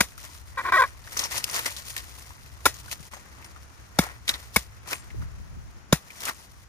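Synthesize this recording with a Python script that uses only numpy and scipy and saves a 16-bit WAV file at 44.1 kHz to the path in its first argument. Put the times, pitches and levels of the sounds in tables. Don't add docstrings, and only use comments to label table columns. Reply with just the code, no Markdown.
import sys
import numpy as np
from scipy import signal
from scipy.fft import rfft, irfft, next_fast_len
from scipy.io import wavfile
from scipy.ndimage import uniform_filter1d

SR = 44100
rng = np.random.default_rng(int(sys.argv[2]) if len(sys.argv) > 2 else 0)


def file_out(sig):
    cols = np.atleast_2d(sig).T
    lim = np.clip(cols, -1, 1)
    pcm = np.round(lim * 32767).astype(np.int16)
    wavfile.write(sys.argv[1], SR, pcm)


N = 294588
SIDE = np.array([[.5], [-.5]])


def gain_of(db):
    return 10 ** (np.asarray(db) / 20)


def unit_rms(x):
    return x / np.sqrt(np.mean(x ** 2) + 1e-20)


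def lookup(points, hz):
    f, value = np.transpose(points)
    return np.interp(np.log(hz + 1), np.log(f + 1), value)


def add(mix, at_s, sound):
    part = mix[..., max(round(at_s * SR), 0):][..., :sound.shape[-1]]
    part += sound[..., :part.shape[-1]]


def shaped(x, gain):
    size = next_fast_len(x.shape[-1])
    return irfft(rfft(x, size) * gain(np.fft.rfftfreq(size, 1 / SR)), size)[..., :x.shape[-1]]


def coloured(spectrum, size):
    return unit_rms(shaped(rng.standard_normal((2, size)), lambda hz: gain_of(lookup(spectrum, hz))))


def resonate(x, hz, width_hz):
    return signal.lfilter(*signal.iirpeak(hz, hz / width_hz, SR), x)


def ring_modes(x, modes):
    return sum(gain_of(db) * resonate(resonate(x, hz, width), hz, width) for hz, width, db in modes)


def flutter(rate_hz):
    return unit_rms(shaped(rng.standard_normal(N), lambda hz: np.exp(-(hz / rate_hz) ** 2)))


def jitter(size, span):
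    return unit_rms(uniform_filter1d(rng.standard_normal(size), span))


def swells(rows):
    t, power = np.arange(N) / SR, np.zeros(N)
    for at_s, db, rise_s, fall_s in rows:
        rise_s, fall_s = abs(rise_s), abs(fall_s)
        near = slice(max(round((at_s - 3 * rise_s) * SR), 0), round((at_s + 3 * fall_s) * SR))
        drop_db = 20 * np.maximum((at_s - t[near]) / rise_s, (t[near] - at_s) / fall_s)
        power[near] += gain_of(db - drop_db) ** 2
    return np.sqrt(power)


# f/Hz, density/dB
FOLIAGE_SPECTRUM = [(88, -35), (150, -1), (508, -9.5), (1440, -7.5), (3630, -20), (6680, -18), (7970, -29),
                    (10700, -31), (12300, -32), (13800, -38), (15000, -55), (16500, -81)]
TRAFFIC_SPECTRUM = [(13, -60), (22, 3.5), (34, -7.5), (64, 8), (96, -3), (124, -2.5), (146, -17),
                    (225, -38), (260, -25), (340, -57), (570, -120)]
# t/s, rumble/dB, hiss/dB
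GARDEN_LEVELS = [(0.0, -48, -54.5), (0.65, -42.5, -57), (1.11, -46, -56.5), (1.92, -46, -55),
                 (2.51, -45, -57.5), (2.9, -43, -53.5), (3.05, -48, -54), (4.71, -45, -56),
                 (5.14, -50.5, -55), (5.39, -42.5, -54.5), (5.67, -54.5, -55.5), (6.3, -51.5, -55),
                 (6.68, -48.5, -58.5)]


def garden():
    times_s, rumble_db, hiss_db = np.transpose(GARDEN_LEVELS)
    t = np.arange(N) / SR
    hiss = gain_of(np.interp(t, times_s, hiss_db) + 0.9 * flutter(29)) * coloured(FOLIAGE_SPECTRUM, N)
    rumble = gain_of(np.interp(t, times_s, rumble_db)) * coloured(TRAFFIC_SPECTRUM, N)
    return hiss + rumble


# f/Hz, stage width/Hz, level/dB
NUT_MODES = [(690, 870, -1), (1044, 630, 0), (1410, 570, 1.5), (2203, 310, 2.5)]
GRIPPED_BLADE_MODES = [(3755, 860, 22.5), (4870, 2700, 22), (6630, 850, 20), (8750, 550, 2),
                       (10350, 3500, 16.5), (13500, 1300, 13)]
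# f/Hz, density/dB
CRISP_SPECTRUM = [(1410, -28), (2400, -7.5), (3680, -6.5), (5830, -7), (8180, -10), (10500, -10.5),
                  (12000, -9), (13800, -10.5), (15500, -17), (16500, -50)]
DULL_SPECTRUM = [(88, -34), (150, -11.5), (701, -0.5), (795, -5), (1060, 0), (1620, -3.5), (1890, 4.5),
                 (3000, -16), (4500, -13), (6600, -63)]
# t/s, husk/dB, shell/Hz, shell/dB, steel/dB, steel tilt/(dB/octave), bite/s, debris/dB,
# thud/dB, thud/Hz, thud delay/s, ground shudder/dB
BLOWS = [(.006, -12, 2000, -14.5, -16, 0.5, 0.0055, -28, -17, 187, 0.0043, -30),
         (2.655, -17, 1375, -9.5, -18, 1.5, .012, -23.5, -20.5, 256, 0.0082, -30.5),
         (3.988, -17, 677, -13.5, -15.5, -1, 0.0042, -28.5, -4.5, 168.5, 0.00524, -23),
         (4.561, -17.5, 2206, -12, -18, 6, 0.0079, -30.5, -14.5, 187, 0.0062, -23.5),
         (5.926, -15.5, 580, -11, -14.5, -1, 0.0049, -27.5, -2, 152, 0.0044, -24)]


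def chop(husk_db, shell_hz, shell_db, steel_db, tilt_db_oct, bite_s, debris_db,
         thud_db, thud_hz, delay_s, shudder_db):
    def unit_over_bite(x):
        return x / np.sqrt(np.sum(x ** 2) / (2 * bite_s * SR))

    t = np.arange(SR // 4) / SR
    biting = np.clip(t / 0.0015, 0, 1) * np.exp(-np.maximum(t - bite_s, 0) / 0.003)
    tearing, grinding = rng.standard_normal((2, 2, len(t))) * biting
    husk = 0.43 * resonate(tearing, 900, 2500) + ring_modes(tearing, NUT_MODES)
    husk = gain_of(husk_db) * unit_over_bite(husk)
    pressure = np.sin(np.pi * np.clip(t / (1.39 * bite_s), 0, 1)) ** 1.7
    shell = gain_of(shell_db) * pressure * np.sin(2 * np.pi * (shell_hz * t + rng.random((2, 1))))

    grinding = grinding * np.exp(-t / 0.054)
    modes = [(hz, width, db + tilt_db_oct * np.log2(hz / 7000)) for hz, width, db in GRIPPED_BLADE_MODES]
    steel = gain_of(steel_db) * unit_over_bite(0.039 * grinding + ring_modes(grinding, modes))

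    thud_t60_s, shudder_hz, shudder_t60_s = 0.036, 61.4, 0.14
    late_s = np.maximum(t - delay_s, 0)
    cycles = thud_hz * (late_s + 0.0013 * (1 - np.exp(-late_s / 0.0026)))
    attack = 1 - np.exp(-late_s / 0.00081)
    thud = -np.sin(2 * np.pi * cycles) * gain_of(thud_db - 60 * late_s / thud_t60_s) * attack
    shudder = np.sin(2 * np.pi * shudder_hz * late_s) * gain_of(shudder_db - 60 * late_s / shudder_t60_s)

    patter = unit_rms(gain_of(jitter(len(t), span=150)))
    litter = coloured(DULL_SPECTRUM, len(t)) + 1.82 * coloured(CRISP_SPECTRUM, len(t))
    debris = gain_of(debris_db) * litter * patter * np.clip(t / bite_s, 0, 1) * np.exp(-t / 0.019)
    return husk + steel + shell + thud + shudder + debris


def grit(low_hz, high_hz, per_s, q):
    out = np.zeros((2, N))
    for hz in np.geomspace(low_hz, high_hz, 10):
        hits = rng.random(N) < per_s / 10 / SR
        clicks = hits * gain_of(4 * np.minimum(rng.exponential(1, N), 3.5))
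        out += resonate(clicks * rng.choice([-1, 1], (2, N)), hz, hz / q) / np.sqrt(hz)
    return unit_rms(out)


# peak t/s, crisp/dB, dull re crisp/dB, rise/s, fall/s
LEAF_STROKES = [(.05, -49, -14, .01, 0.18), (.18, -49.5, -4.5, .012, 0.45), (.255, -47.5, -3, .15, 0.14),
                (0.357, -47, -7, 0.065, 0.07), (0.475, -50, -6.5, .04, 0.1), (.6, -50.5, 2, 0.039, 0.25),
                (0.699, -54, 18, 0.16, 0.12), (0.858, -47, 3, 0.012, 0.1), (1.068, -52.5, 0, 0.35, -6.3),
                (1.169, -31, 3.5, 0.0046, 0.0136), (1.196, -29, -5, 0.018, 0.08),
                (1.258, -32, -3, .2, .025), (1.312, -36, -3, .015, .2), (1.38, -33, -2.5, .15, .035),
                (1.41, -51, -6, .04, 0.3), (1.49, -37, -6, .03, 0.11), (1.565, -28, -3, .12, .12),
                (1.6, -35, -4, .1, .025), (1.661, -30.5, -1, 0.015, 0.07), (1.715, -36.5, -11, .15, -0.06),
                (1.767, -39.5, -6.5, 0.025, 0.14), (1.901, -38, -11.5, 0.087, 0.1),
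                (1.985, -39.5, -4, 0.07, .07), (2.03, -50, -10, .05, 0.65), (2.192, -47, -6, 0.19, 0.2),
                (2.7, -46.5, -17, .04, 0), (2.748, -43, -9, 0.024, -0.07), (2.82, -53, -16, 0.41, 0.3),
                (2.928, -32.5, -7.5, 0.034, 0.02), (3.066, -47.5, -23, 0.36, -0.1),
                (3.114, -44.5, -3, 0.0029, -0.08), (3.136, -55.5, 8, 0.027, 0.12), (3.4, -68, 12, .6, 0.2),
                (3.447, -50, 5.5, 0.0078, .033), (4.028, -40, 6, 0.065, 0.12),
                (4.294, -27.5, -1.5, 0.019, 0.0462), (4.34, -44.5, 8, .011, 0.05),
                (4.4, -49, -1.5, 0.081, 0.2), (4.555, -37, -9, 0.023, -0.09), (4.62, -59, 2.5, 0.061, 0.3),
                (4.746, -63.5, 1, 0.13, 0.7), (4.88, -56, 6, 0.013, 0.09), (4.89, -36, -13, 0.017, 0.12),
                (4.936, -37.5, 7.5, 0.068, 0.0273), (5.0, -57, 3.5, 0.12, -0.23), (5.24, -65, 8, .2, 0.5),
                (6.04, -59.5, 1.5, .2, 1.1), (6.12, -53, -1, 0.16, -0.7), (6.208, -45, -22, .12, -0.36),
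                (6.25, -41, -16, .008, 0.09), (6.298, -34, 3, 0.11, 0.03), (6.39, -54, -5, .015, .12)]


def rustle():
    grains = unit_rms(gain_of(3 * flutter(500) + 2.5 * flutter(40)))
    crisp = unit_rms(coloured(CRISP_SPECTRUM, N) * grains + .4 * grit(3300, 11000, per_s=500, q=5))
    dull = unit_rms(coloured(DULL_SPECTRUM, N) * grains ** .7 + .8 * grit(950, 2500, per_s=500, q=8))
    at_s, crisp_db, dull_db, rise_s, fall_s = np.transpose(LEAF_STROKES)
    crisp *= swells(zip(at_s, crisp_db, rise_s, fall_s))
    dull *= swells(zip(at_s, crisp_db + dull_db, rise_s, fall_s))
    return crisp + dull


# t/s, peak/dB, f/Hz, crack re ring/dB, t60/s
SNAPS_AND_TAPS = [(0.12, -37, 1960, -4, 0.031), (0.178, -36.5, 1350, 0, 0.07),
                  (0.349, -32, 1260, -2, 0.025), (1.074, -29, 1710, -7, 0.042),
                  (1.172, -13.5, 5830, -5.5, 0.043), (1.192, -5, 5470, -14, 0.024),
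                  (1.238, -16, 5570, -24, 0.093), (1.318, -23, 1950, 1.5, 0.12),
                  (1.379, -20.5, 5800, 7, 0.04), (1.442, -9, 4800, 4.5, 0.016),
                  (1.722, -28, 9000, 7, 0.013), (1.498, -11, 5700, -15, 0.013),
                  (1.544, -5, 5970, -5, 0.0092), (1.659, -16.5, 1990, -1.5, 0.1),
                  (1.765, -24.5, 3900, -2, 0.061), (1.782, -27, 6440, -5, 0.025),
                  (1.965, -13, 1930, -2.5, 0.025), (1.978, -20.5, 4000, 4, 0.024),
                  (2.305, -31, 1000, -9, 0.03), (2.306, -33, 1900, -9, 0.025),
                  (2.742, -27.5, 6700, -2, 0.022), (2.859, -29, 1010, -4, 0.028),
                  (2.881, -29.5, 1450, -16, 0.036), (2.914, -21, 2480, 3, 0.032),
                  (3.134, -26, 1030, -15, 0.05), (3.135, -32, 1950, -15, 0.04),
                  (3.167, -30.5, 686, -8, 0.042), (3.385, -32, 1020, -12, 0.035),
                  (3.425, -32.5, 2260, -20, 0.04), (3.445, -33, 5400, -2.5, 0.036),
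                  (3.561, -33.5, 1240, -14, 0.054), (4.016, -18, 1010, -9, 0.039),
                  (4.036, -18, 1320, -11, 0.032), (4.065, -27.5, 800, -8, 0.04),
                  (4.279, -11, 3650, -9, 0.03), (4.279, -17, 2100, -15, 0.034),
                  (4.292, -2.5, 3700, -8, 0.035), (4.339, -20, 3700, -15, 0.068),
                  (4.876, -23, 940, -18, 0.028), (4.91, -24, 1460, 1, 0.05),
                  (4.93, -12.5, 1420, -2.5, 0.023), (4.932, -13.5, 2360, -13, 0.028),
                  (5.103, -31.5, 1980, -28, 0.052), (5.217, -36, 1380, -29, 0.14),
                  (6.104, -27.5, 2200, -10, 0.045), (6.205, -30.5, 4370, 6.5, 0.036),
                  (6.253, -24.5, 6940, 8.5, 0.055), (6.283, -17, 1540, -7, 0.076)]


def snap(peak_db, note_hz, crack_db, t60_s):
    crest_db = 9
    t = np.arange(SR // 10) / SR
    ring = unit_rms(resonate(rng.standard_normal((2, len(t))), note_hz, 0.14 * note_hz))
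    crack = gain_of(crack_db) * coloured(CRISP_SPECTRUM, len(t))
    front = (1 + 0.24 * np.exp(-t / 0.0002)) * np.clip(t / 0.00092, 0, 1)
    return gain_of(peak_db - crest_db - 60 * t / t60_s) * (ring + crack) * front


# f/Hz, stage width/Hz, level/dB
CUT_MODES = [(576, 410, -12.5), (1048, 206, 2.5), (1544, 206, 0), (1918, 67, 2), (2340, 113, -1)]
# t/s, length/s, rise/s, level/dB, level change/dB,
# first slip rate/Hz, last slip rate/Hz, ragged share/0-1
BLADE_PULLS = [(.571, 0.046, 0.014, -19.5, -15, 520.6, 483.4, 0.64),
               (.645, 0.057, 0.0092, -27, -1, 362.4, 332, 0.4),
               (.721, .011, 0.0017, -14.5, -7, 356, 352, 0.45),
               (.732, .033, .003, -18, 0.5, 384.5, 357.3, 0.15),
               (.765, 0.016, 0.0025, -16.5, -1, 660, 632, 0.15), (.782, .03, .002, -18, 3, 553, 515, .12),
               (.818, .013, 0.0034, -10, -9.5, 512, 508, 0.31),
               (.835, 0.012, 0.0033, -15.5, -10.5, 508, 511, 0.52),
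               (.847, .012, 0.0016, -26.5, -14, 508, 505, .75)]


def squeak(length_s, rise_s, level_db, change_db, first_hz, last_hz, ragged):
    t = np.arange(0, length_s + 0.011, 1 / SR)
    progress = np.clip(t / length_s, 0, 1)
    slip_hz = first_hz + (last_hz - first_hz) * progress
    wander, grip = jitter(len(t), span=110), jitter(len(t), span=110)
    cycles = np.cumsum(slip_hz * (1 + .2 * ragged * wander)) / SR
    pulses = sum(np.cos(2 * np.pi * k * cycles) for k in range(1, 9)) * gain_of(6 * ragged * grip)
    drive = (1 - ragged) * unit_rms(pulses) + ragged * rng.standard_normal(len(t))
    wet_fibre = signal.butter(8, 2240, fs=SR, output="sos")
    ring = signal.sosfilt(wet_fibre, ring_modes(drive, CUT_MODES))
    ring = unit_rms(np.roll(ring, -round(.003 * SR)))
    second_path = signal.hilbert(ring).imag
    hiss_spectrum = [(300, -12.5), (2000, -3.5), (2750, -3.5), (3400, 4), (6000, -9.5),
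                     (11000, -11.5), (14000, -11), (16000, -38)]
    hiss = gain_of(-17.5) * coloured(hiss_spectrum, len(t))
    envelope = np.clip(t / rise_s, 0, 1) * np.exp(-np.maximum(t - length_s, 0) / .0015)
    return (np.array([ring, second_path]) + hiss) * gain_of(level_db + change_db * progress) * envelope


# peak t/s, level/dB, rise/s, fall/s
WIND_GUSTS = [(4.958, -42, 0.17, 0.7), (5.18, -31, 0.078, 0.38), (5.532, -32.5, .45, 0.3)]
# t/s, level/dB, pitch scale/Hz, left over right/dB, t60/s
WIND_PUFFS = [(3.001, -38, 178, 11, 0.11), (5.144, -33, 418, 6, 0.053), (5.229, -32.5, 147, 14, 0.085),
              (5.4, -39, 220, 12, 0.035), (5.569, -32.5, 202, 1, 0.13)]


def wind():
    lumps = coloured([(20, -16), (45, -1), (80, -4.5), (140, -14), (400, -36.5), (900, -58)], N)
    lumps[1] = .8 * lumps[1] - .6 * lumps[0]
    out = swells(WIND_GUSTS) * lumps * unit_rms(gain_of(2.5 * flutter(15)))
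    t = np.arange(SR // 10) / SR
    for at_s, db, pitch_hz, pan_db, t60_s in WIND_PUFFS:
        cycles = pitch_hz * 0.0305 * (1 - np.exp(-t / 0.0284))
        puff = np.sin(2 * np.pi * (cycles + rng.random((2, 1))))
        envelope = gain_of(db + pan_db * SIDE - 60 * t / t60_s) * np.clip(t / 0.0013, 0, 1)
        add(out, at_s, puff * envelope)
    return out


# f/Hz, level/dB, t60/s
FREE_BLADE_MODES = [(6450, 0, .25), (7470, 0, 0.39), (8694, -3.5, 0.32), (9900, -1.5, .2)]
# t/s, level/dB, tilt/(dB/mode)
BLADE_PINGS = [(3.136, -50, -5), (3.447, -67, 5), (4.938, -49.5, 2), (6.4, -77, 6)]


def ping(level_db, tilt_db):
    t = np.arange(SR // 3) / SR
    ring = sum(gain_of(k * tilt_db + db - 60 * t / t60_s) * np.sin(2 * np.pi * hz * t + 6 * rng.random())
               for k, (hz, db, t60_s) in enumerate(FREE_BLADE_MODES))
    beating = 1 + 0.53 * np.sin(2 * np.pi * 19 * t)
    return gain_of(level_db) * ring * np.clip(t / 0.0049, 0, 1) * beating


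def ports(pair, coherence, phase_lead):
    def share(hz):
        return lookup(coherence, hz)

    lead_hz, lead_rad = np.transpose(phase_lead)
    direct = shaped(pair[0], lambda hz: share(hz) * np.exp(-1j * np.interp(hz, lead_hz, lead_rad)))
    indirect = shaped(pair[1], lambda hz: np.sqrt(1 - share(hz) ** 2))
    return np.array([pair[0], direct + indirect])


# f/Hz, coherence/ratio
NUT_COHERENCE = [(200, 1), (600, 0.77), (2200, 0.99), (4000, 0.66), (7800, 0.63), (9000, 1)]
LEAF_COHERENCE = [(200, 1), (600, 0.53), (2000, 0.52), (4000, 0.45), (7800, 0.48), (9000, 1)]
GARDEN_COHERENCE = [(40, -.1), (80, -.05), (130, .6), (290, .55), (640, .01), (7800, .01), (9000, 1)]
# f/Hz, phase/rad
NUT_PHASE = [(0, 0), (2500, 1.0), (2930, 2.5), (3620, 1.1), (5430, 4.9), (6800, 1.0), (8010, 4.1),
             (8610, 0.0), (9390, 1.2), (12600, -3.9), (13200, -5.8), (14600, -6.5), (15700, -9.6),
             (16500, -8.6)]
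LEAF_PHASE = [(0, 0), (1720, 2.4), (2070, 1.8), (3360, 2.4), (4050, 4.7), (5430, 6.3), (7840, 4.4),
              (8790, -0.3), (9390, 0.9), (12600, -3.8), (13300, -5.9), (14600, -6.4), (15200, -9.4),
              (16500, -9.3)]


def scene():
    nut, leaves = np.zeros((2, N)), rustle()
    for at_s, *row in BLOWS:
        add(nut, at_s - .001, chop(*row))
    for at_s, *row in BLADE_PULLS:
        add(nut, at_s, squeak(*row))
    for at_s, *row in BLADE_PINGS:
        add(nut, at_s, ping(*row))
    for at_s, *row in SNAPS_AND_TAPS:
        add(leaves, at_s - .0005, snap(*row))
    near = ports(nut, NUT_COHERENCE, NUT_PHASE) + ports(leaves, LEAF_COHERENCE, LEAF_PHASE)
    return near + ports(garden(), GARDEN_COHERENCE, LEAF_PHASE) + wind()


# f/Hz, left over right/dB
PORT_BALANCE = [(60, 4), (95, -2.5), (150, 2), (240, -0.5), (380, 0), (600, 3), (950, 4.5), (1500, 1.5),
                (2380, 3.5), (3770, 0.0), (5980, 10.5), (9470, 0), (15000, 0.0)]


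def record(dry):
    bass_hz, top_hz, ceiling = 35, 16800, .95
    dip_at_s, dip_width_s, dip_db = 3.102, 0.012, -14
    t = np.arange(N) / SR
    heard = shaped(dry, lambda hz: gain_of(SIDE * lookup(PORT_BALANCE, hz))
                   * hz ** 2 / (hz ** 2 + bass_hz ** 2))
    heard *= gain_of(dip_db * np.exp(-((t - dip_at_s) / dip_width_s) ** 2))
    heard = ceiling * heard / (ceiling ** 6 + heard ** 6) ** (1 / 6)
    lowpass = signal.firwin(1023, top_hz, window=("kaiser", 11), fs=SR)
    return signal.oaconvolve(heard, lowpass[None], "same")


dry = scene()
out = record(dry)
file_out(out)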